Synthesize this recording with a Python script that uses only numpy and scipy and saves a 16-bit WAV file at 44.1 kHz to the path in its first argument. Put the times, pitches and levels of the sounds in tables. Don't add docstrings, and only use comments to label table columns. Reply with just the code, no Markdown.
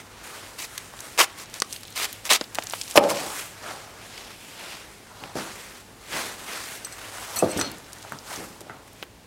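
import sys
import numpy as np
from scipy import signal
from scipy.io import wavfile
from scipy.ndimage import uniform_filter1d

SR = 44100
rng = np.random.default_rng(int(sys.argv[2]) if len(sys.argv) > 2 else 0)


def digitize_waveform(pressure):
    field = np.atleast_2d(pressure).T
    bounded = np.clip(field, -1, 1)
    quanta = np.round(bounded * 32767).astype(np.int16)
    wavfile.write(sys.argv[1], SR, quanta)


N = 408366

# (frequency [Hz], level [dB per Hz])
CLOTH_COLOUR = [(88, -44), (150, -20.5), (182, -10.5), (404, -1.5), (596, -3), (657, -2), (1770, -5),
                (8220, -7.5), (11500, -12), (15600, -20)]
# (peak time [s], rise [s per 10 dB], fall [s per 10 dB], level [dB], brightness [dB]); slopes under 0.01 act as 0.01
CLOTH_STIRS = [(0.0, .05, 0.03, -44, -1), (0.239, -0.05, 0.34, -47, 5), (.37, 0.3, 0.23, -42, -2.5),
               (.76, 0.1357, 0.1855, -43.5, 2), (1.04, 0.1273, 0.29, -42.5, 1.5),
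               (1.3, 0.09, 0.41, -46.5, -3.5), (1.561, 0.0355, 0.0444, -40.5, 1.5),
               (1.742, 0.07, 0.0554, -44.5, 7.5), (2.1, 0.2268, 0.13, -42.5, 1),
               (2.42, 0.17, 0.1, -45.5, 1.5), (2.58, 0.07, 0.36, -43.5, 0), (2.74, 0.0537, 0.2, -43.5, 8),
               (2.9, -0.02, 0.0452, -43.5, 8), (3.03, -0.0262, 0.0622, -28.5, -4),
               (3.189, 0.13, 0.1166, -28.5, -3.5), (3.4, 0.3141, 0.09, -37, 4.5),
               (3.679, 0.1054, 0.1938, -38, -2.5), (4.06, 0.16, 0.03, -45.5, -4),
               (4.17, 0.2, 0.23, -44, -1), (4.31, 0.21, 0.04, -47.5, -3), (4.44, 0.12, 0.59, -48.5, 2.5),
               (4.6, 0.0966, 0.33, -43.5, -2.5), (4.729, 0.1167, 0.0922, -39.5, -3),
               (5.23, 0.1, 0.1645, -43.5, -6), (5.368, -0.0129, 0.1327, -33.5, -2),
               (5.58, 0.19, 0.2228, -43, 0.5), (5.81, 0.65, -0.19, -48, -0.5),
               (6.13, 0.01, 0.1019, -32.5, -3.5), (6.188, 0.0738, 0.1387, -30.5, -0.5),
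               (6.528, 0.0866, 0.1724, -34, -1.5), (6.76, 0.3675, 0.0334, -41.5, 4.5),
               (7.05, 0.76, 0.15, -46, -2), (7.22, 0.29, 0.18, -40.5, 2), (7.4, 0.2111, 0.2156, -36, 1),
               (7.61, 0.3833, 0.1287, -37, -8), (7.96, 0.22, 0.49, -49, 0.5),
               (8.13, 0.15, 0.0549, -47, -4.5), (8.34, 0.0755, 0.0692, -35.5, 1),
               (8.43, .1, 0.1331, -44, 1.5), (8.72, 0.25, 0.18, -53, -11), (8.88, 0, -0.78, -52.5, 1.5),
               (9.04, 0.25, -0.36, -52.5, 0)]
# (time [s], resonance [Hz])
FOLD_HOLLOWS = [(0, 1500), (1.3, 1370), (1.74, 3200), (2.45, 2100), (2.6, 900), (2.85, 3620), (3.0, 783),
                (3.3, 780), (3.42, 2030), (3.88, 950), (4.18, 2840), (4.76, 2290), (5.25, 906),
                (5.67, 1700), (6.0, 1250), (6.1, 2100), (6.35, 1370), (6.5, 1850), (7.05, 1730),
                (7.42, 755), (7.65, 3100), (7.8, 1230), (8.7, 1187), (8.85, 780), (9.02, 2600)]
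# (start [s], length [s], level [dB], change along the stroke [dB], boosted frequency [Hz])
BLADE_JERKS = [(0.574, 0.101, -33, -3.5, 2390), (1.175, 0.0627, -10, 3, 2000),
               (1.21, 0.056, -13.5, -10, 1900), (1.364, 0.093, -39, -1.5, 2150),
               (1.946, 0.1306, -31, 8, 2420), (2.24, 0.0583, -32, 0, 2300), (2.291, 0.0552, -7, -5, 3170),
               (2.318, 0.064, -15.5, -1.5, 2980), (2.946, 0.0498, -22.5, 25, 1040),
               (3.081, 0.0628, -17.5, -11.5, 1160), (7.35, 0.047, -33, -3, 1700),
               (7.564, 0.084, -34, -8, 1750)]
# (frequency [Hz], level [dB per Hz])
SHEATH_COLOUR = [(88, -55), (150, -29), (396, -3), (969, 1), (1130, 3.5), (1610, -4.5), (2110, -1),
                 (3110, -3), (8060, -9), (12500, -13.5), (15600, -20.5)]
# (time [s], level [dB], centre [Hz], width [share of the centre])
GRIT_TICKS = [(0.7785, -14, 4120, 1.55), (.991, -22.5, 1880, 2.9), (1.005, -20.5, 6680, 0.75),
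              (1.499, -29, 3960, 1.8), (1.541, -16.5, 3150, 2.4), (1.6013, -11.5, 6400, 0.345),
              (1.6206, 0.55, 2500, 2.04), (1.727, -16, 6010, 0.71), (1.7626, -21.5, 4030, 0.7),
              (1.8332, -24, 3110, 2.4), (1.874, -29, 8080, 0.91), (1.9046, -25, 8030, 1),
              (1.9253, -27.5, 4080, 0.89), (2.1286, -17, 5470, 2.2), (2.2534, -15, 4010, 1.64),
              (2.3331, 1, 5010, 1.11), (2.4116, -8.5, 1910, 2.3), (2.4404, -23, 4000, 0.35),
              (2.5478, -13.5, 6170, 2), (2.554, -13, 4080, 1.27), (2.586, -7.5, 1430, 2.3),
              (2.624, -19.5, 2990, .88), (2.637, -21.5, 8190, .52), (2.67, -16, 5120, 0.65),
              (2.6984, -17.5, 7100, .38), (2.7088, -19.5, 3950, 0.73), (2.724, -18, 7400, 0.88),
              (2.7359, -13.5, 1550, 1.66), (2.8139, -11.5, 4770, 0.78), (2.879, -22, 4130, 0.67),
              (2.911, -16, 5200, 0.95), (2.975, 12.5, 907, 2.9), (3.0388, -12, 920, 4.7),
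              (3.17, -16, 3000, 1.17), (4.1783, -23.5, 3110, 0.85), (5.238, -22.5, 1290, 1.67),
              (5.355, -24.5, 3000, 2.6), (6.8478, -23, 6570, 1.02), (6.87, -27, 1300, 0.345),
              (6.9247, -29, 6330, 0.97), (7.3896, -14.5, 7900, 0.136), (7.5151, -26, 7990, .51),
              (7.5445, -27, 5990, 0.37), (7.5749, -14.5, 5640, 0.84), (7.613, -4.5, 2600, 2.13),
              (7.716, -22, 7850, 0.95), (7.7836, -29.5, 9075, 0.47), (7.9315, -23.5, 7100, 0.76),
              (8.0266, -28.5, 4080, 1.28), (8.1221, -19, 1170, 0.47), (8.188, -23, 4940, 0.326),
              (8.3109, -25, 3720, 1.8), (8.36, -22, 6200, 0.31), (8.6072, -27, 3130, 2.6),
              (8.6156, -29, 3540, 2.66), (9.0272, -17.5, 1850, 1.024)]
# (start [s], end [s], rate [ticks per s], middle level [dB])
GRIT_CRUMBS = [(1.299, 1.95, 10.3, -30.5), (2.418, 2.942, 10.4, -24.5), (7.659, 8.204, 14, -33),
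               (8.449, 9.1, 5, -38)]
# (time [s], peak [dB], modes driven most [Hz], settling time, at least 0.002 [s], room send [dB])
JUNK_THUDS = [(.938, -31, 1140, 0.0048, -14), (1.62, -12, 1390, 0.0029, -19.5),
              (2.412, -14, 857, 0.0027, -23.5), (2.585, -14, 600, 0.00193, -29),
              (2.736, -19.5, 857, .0025, -18.5), (2.956, -4, 510, 0.0232, -7),
              (2.9754, 11, 732, .002, -14.5), (2.984, -8, 620, 0.021, -3.5), (3.038, -8, 653, 0.0243, -4.5),
              (3.64, -27.5, 1410, 0.078, -10.5), (3.71, -32, 976, 0.048, -13.5),
              (5.236, -27, 853, .015, -10.5), (5.354, -19, 506, 0.0148, -8.5),
              (7.424, -2.5, 586, 0.00655, -15), (7.4314, -5.5, 483, 0.0103, -15.5),
              (7.459, -14, 446, 0.023, -11.5), (7.565, -21, 334, 0.037, -9.5),
              (7.591, -16, 1500, .0089, -15), (7.611, -14.5, 1500, 0.0168, -9),
              (8.049, -29.5, 1020, 0.0093, -14), (8.121, -19.5, 1270, 0.0079, -7.5),
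              (8.316, -25.5, 1100, 0.0086, -17), (8.405, -28.5, 1050, 0.0122, -9.5),
              (8.562, -38.5, 800, 0.0041, -16), (8.61, -31.5, 404, 0.0053, -9.5),
              (8.668, -36.5, 700, 0.0035, -14.5), (8.697, -26, 1338, 0.0085, -4.5),
              (8.7, -34.5, 230, 0.0037, -18.5), (9.027, -27.5, 497, 0.0035, -20.5)]
# (usual frequency [Hz], usual level [dB], free fade by 60 dB [s])
JUNK_MODES = [(105.2, 2.5, 0.061), (217.9, 1.5, 0.067), (307.8, 3, 0.0613), (422, 0.5, 0.0211),
              (487, -2.5, 0.0544), (632.6, 4.5, 0.0435), (720, 1, 0.029), (826, 0.5, 0.0499),
              (920, -21, 0.0193), (1120, -22.5, 0.0235), (1274, 5.5, 0.0243), (1500, -2.5, 0.026),
              (1750, -3, 0.0404)]
# (time [s], peak [dB], modes driven most [Hz], settling time [s])
BAR_RATTLES = [(6.847, -23, 6860, 0.00355), (6.924, -32.5, 7120, 0.0041), (7.36, -19.5, 11900, 0.019),
               (7.364, -22, 4260, 0.018), (7.388, -18.5, 8260, 0.0071), (7.392, -30, 2500, .015),
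               (7.43, -30.5, 4300, 0.044), (7.49, -30.5, 8500, .015), (7.502, -32.5, 4300, 0.0195),
               (7.506, -28.5, 12000, 0.0059), (7.514, -23.5, 8800, 0.0051), (7.576, -28.5, 11500, 0.009),
               (7.592, -18.5, 8500, 0.0046), (7.599, -16, 6050, 0.0041), (7.615, -18, 5500, 0.00265),
               (7.624, -26, 4320, 0.039), (7.652, -34, 5000, .01)]
# (usual frequency [Hz], usual level [dB], free fade by 60 dB [s])
BAR_MODES = [(2600, 6.5, 0.173), (4260, 2.5, 0.246), (4286, 13.5, 0.05), (5951, 11, 0.11),
             (6060, 4.5, 0.105), (7990, -17.5, 0.08), (8078, 10.5, 0.128), (8500, 3.5, 0.167),
             (10860, -1.5, 0.14), (11010, -3, .1), (13400, -4.5, .1), (13920, -1.5, .08)]
# (start [s], level [dB], fade by 60 dB [s], centre [Hz])
BOARD_THUMPS = [(2.957, -22, 0.52, 230), (5.22, -42.5, 0.274, 210), (5.354, -35, 0.38, 200),
                (6.14, -40.5, 0.416, 175), (7.359, -42, 0.39, 120), (7.425, -27, 0.49, 169.5),
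                (7.56, -32.5, 0.534, 130), (8.12, -44.5, 0.57, 170), (8.375, -38, 0.51, 221),
                (8.6, -45.5, .2, 179), (8.695, -43.5, 0.28, 140)]
# (frequency [Hz], fade by 60 dB [s])
ROOM_FADES = [(150, 0.635), (500, 0.462), (1200, 0.33), (4000, 0.224), (12000, 0.115)]
# (frequency [Hz], level [dB per Hz])
AIR_COLOUR = [(13, -35.5), (22, -10.5), (108, 0.5), (227, 0), (404, -2), (681, -5.5), (826, -4),
              (1000, -9.5), (1320, -13), (1830, -11.5), (8530, -20), (15600, -27)]
# (frequency [Hz], level [dB], wavering width [Hz])
MAINS_HUM = [(52, -62.5, 17.7), (102.84, -60, 16.7)]


def gain_of(db):
    return np.exp(np.asarray(db) * (np.log(10) / 20))


def evened(x):
    return x / np.sqrt(np.mean(x ** 2) + 1e-20)


def peaked(x, db):
    return gain_of(db) * x / np.abs(x).max()


def read(points, hz):
    f, value = np.transpose(points)
    return np.interp(np.log(hz + 1), np.log(f + 1), value)


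def bump(hz, centre_hz, octaves):
    return np.exp(-.5 * (np.log2((hz + 1) / centre_hz) / octaves) ** 2)


def add(mix, s, sound):
    part = mix[round(s * SR):][:len(sound)]
    part += sound[:len(part)]


def band(x, lo_hz, hi_hz):
    limits = [lo_hz, min(hi_hz, SR / 2.1)]
    return signal.sosfilt(signal.butter(2, limits, "bandpass", fs=SR, output="sos"), x)


def smooth_noise(count, size):
    return evened(uniform_filter1d(rng.standard_normal(count), size=size))


def patchy(times, pitches, time_size, pitch_size):
    noise = rng.standard_normal((times, pitches))
    noise = uniform_filter1d(noise, size=time_size, axis=0)
    return evened(uniform_filter1d(noise, size=pitch_size, axis=1)).T


def shaped(x, spectrum, change_db, size=256):
    hz, t, z = signal.stft(x, SR, nperseg=size, noverlap=size * 3 // 4)
    base = evened(gain_of(read(spectrum, hz)))
    z *= base[:, None] * gain_of(change_db(t, hz[:, None]))
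    return signal.istft(z, SR, nperseg=size, noverlap=size * 3 // 4)[1][:len(x)]


def grains(count, per_s, spread_db, hiss):
    size_db = spread_db * np.minimum(rng.exponential(1, count), 5)
    size = gain_of(size_db) * rng.standard_normal(count)
    clicks = size * (rng.random(count) < per_s / SR)
    return evened(clicks) + hiss * rng.standard_normal(count)


def cloth():
    peak_s, rise_s, fall_s, peak_db, bright_db = np.transpose(CLOTH_STIRS)

    def field(t, hz):
        patches = patchy(len(t), len(hz), 30, 6)
        flicker = smooth_noise(len(t), 8)
        late = t[:, None] - peak_s
        drop = np.maximum(late / np.maximum(fall_s, .01), -late / np.maximum(rise_s, .01))
        swell_db = peak_db - 10 * drop
        treble = np.clip(np.log2(hz / 4500 + 1e-9), 0, 1)
        bass = np.clip(np.log2(1800 / (hz + 1)), 0, 1)
        tilt = 1.126 * treble - 0.537 * bass
        hollow_db = 4.883 * bump(hz, np.interp(t, *np.transpose(FOLD_HOLLOWS)), 0.594)
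        power = gain_of(2 * tilt * bright_db) @ gain_of(2 * swell_db).T
        return 10 * np.log10(power + 1e-12) + hollow_db + 1.09 * patches + 0.81 * flicker

    rub = evened(grains(N, per_s=2500, spread_db=1.5, hiss=1.704))
    return shaped(rub, CLOTH_COLOUR, field)


def jerk(s, length, db, change_db, loud_hz):
    bite_s, slip_s, edge_db = 0.01583, 0.02224, -23.5
    dull_per_db = -0.239
    t = np.arange(0, length, 1 / SR)
    press_db = db + change_db * t / length

    def field(u, hz):
        high = np.clip(np.log2(hz / 3000 + 1e-9), 0, 1)
        rasp = patchy(len(u), len(hz), 6, 4)
        dull_db = high * (dull_per_db * (db + change_db * u / length) + 1.0)
        return dull_db + 6 * bump(hz, loud_hz, 0.575) + 2.48 * rasp

    rub = shaped(evened(grains(len(t), per_s=6700, spread_db=3.5, hiss=1.196)), SHEATH_COLOUR, field)
    lumps = gain_of(1.22 * smooth_noise(len(t), 150))
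    ends_db = edge_db * (np.maximum(1 - t / bite_s, 0) + np.maximum(1 - (length - t) / slip_s, 0))
    return s, gain_of(press_db + ends_db) * evened(rub) * lumps * signal.windows.tukey(len(t), .1)


def tick(s, db, hz, width):
    tail_s = 0.0242
    t = np.arange(SR // 24) / SR
    after = t - rng.uniform(.0015, .005)
    crack = gain_of(-60 * t / .004)
    after_crack = .5 * (after > 0) * gain_of(-60 * abs(after) / .005)
    tail = 0.296 * gain_of(-60 * t / tail_s)
    burst = rng.standard_normal(len(t)) * (crack + after_crack + tail)
    burst[0] += 2.57 * np.sign(burst[0])
    spread = 1 + np.clip(width, .1, 6)
    return s, peaked(band(burst, hz / spread, hz * spread) + 0.124 * burst, db - 0.5)


def crumbs():
    rows = []
    for start, end, per_s, db in GRIT_CRUMBS:
        for when, size, pitch in rng.random((round(per_s * (end - start)), 3)):
            s = start + when * (end - start)
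            rows.append((s, db + 6.2 * (size - .5), 3500 * 2 ** (1.6 * pitch), .6))
    return rows


def strike(modes, s, db, centre_hz, settle_s, ring_factor, octaves, detune, per_s, free_db, rise_s):
    t = np.arange(SR // 7) / SR
    hz, mode_db, t60 = np.transpose(modes)[:, :, None]
    weigh, bend, flip = rng.standard_normal((3, len(modes), 1))
    mode_db = mode_db + 2 * weigh + 28 * bump(hz, centre_hz, octaves)
    fade = gain_of(-60 * t / (t60 * max(ring_factor, .1))) + gain_of(free_db - 60 * t / t60)
    waves = np.sign(flip) * np.sin(2 * np.pi * hz * (1 + detune * bend) * t)
    ring = (gain_of(mode_db) * fade * waves).sum(0) * (1 - np.exp(-t / rise_s))
    bounces = (rng.random(len(t)) < per_s / SR) * rng.standard_normal(len(t))
    bounces *= 0.677 * np.exp(-t / max(settle_s, .002))
    bounces[0] = 1
    return s, peaked(signal.fftconvolve(bounces, ring), db)


def thud(s, db, centre_hz, settle_s):
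    ring_factor = np.clip(0.856 + 0.06 * db, .2, .8)
    return strike(JUNK_MODES, s, db, centre_hz, settle_s, ring_factor, octaves=1.057,
                  detune=0.0406, per_s=500, free_db=-38.5, rise_s=0.000654)


def rattle(s, db, centre_hz, settle_s):
    return strike(BAR_MODES, s, db, centre_hz, settle_s, ring_factor=0.318, octaves=.62,
                  detune=0.00286, per_s=1200, free_db=-11.5, rise_s=0.00022)


def thump(s, db, t60, hz):
    t = np.arange(SR // 3) / SR
    lumps = gain_of(2.76 * smooth_noise(len(t), 600))
    low = band(rng.standard_normal(len(t)), hz / 1.85, hz * 1.89)
    low = evened(band(low, 73, 600))
    return s, gain_of(db - 60 * t / max(t60, .05)) * np.minimum(t / 0.0037, 1) * lumps * low


def room(x):
    hz, t, z = signal.stft(rng.standard_normal(SR), SR, nperseg=512)
    fade = gain_of(-60 * t / read(ROOM_FADES, hz)[:, None])
    tail = signal.istft(z * fade, SR, nperseg=512)[1]
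    tail = tail * np.clip(np.arange(len(tail)) / SR / 0.0093, 0, 1)
    return signal.oaconvolve(x, tail / np.linalg.norm(tail))[:N]


def air():
    hiss = shaped(rng.standard_normal(N), AIR_COLOUR, lambda t, hz: 0 * t, size=2048)
    sound = gain_of(-50.5) * evened(hiss)
    for hz, db, width in MAINS_HUM:
        sound += gain_of(db) * evened(band(rng.standard_normal(N), hz - width / 2, hz + width / 2))
    return sound


def scene():
    near, sent = np.zeros(N), np.zeros(N)
    for row in BLADE_JERKS:
        add(near, *jerk(*row))
    for row in GRIT_TICKS + crumbs():
        add(near, *tick(*row))
    for row in BAR_RATTLES:
        add(near, *rattle(*row))
    sent += gain_of(-23.5) * near
    for *row, send_db in JUNK_THUDS:
        s, sound = thud(*row)
        add(near, s, sound)
        add(sent, s, gain_of(send_db) * sound)
    boards = np.zeros(N)
    for row in BOARD_THUMPS:
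        add(boards, *thump(*row))
    small = band(near + room(sent), 122.5, SR / 2)
    return np.tile(small + boards + cloth() + air(), (2, 1))


def top_cut(x):
    return signal.sosfilt(signal.butter(12, 17070, fs=SR, output="sos"), x)


def record(dry):
    power_db = 10 * np.log10(abs(uniform_filter1d(dry[0] ** 2, size=800)) + 1e-12)
    fall = np.arange(N) * 97.2 / SR
    held_db = np.maximum.accumulate(power_db + fall) - fall
    over_db = np.maximum(held_db + 28, 0)
    ducked = dry[:1] / gain_of(0.228 * uniform_filter1d(over_db, size=400))
    low_pass = signal.firwin(255, 15950, window=("kaiser", 7), fs=SR)
    ducked = signal.oaconvolve(ducked, low_pass[None], "same")
    mix = np.tile(np.clip(ducked, -1, 1), (2, 1))
    return top_cut(mix)


dry = scene()
out = record(dry)
digitize_waveform(out)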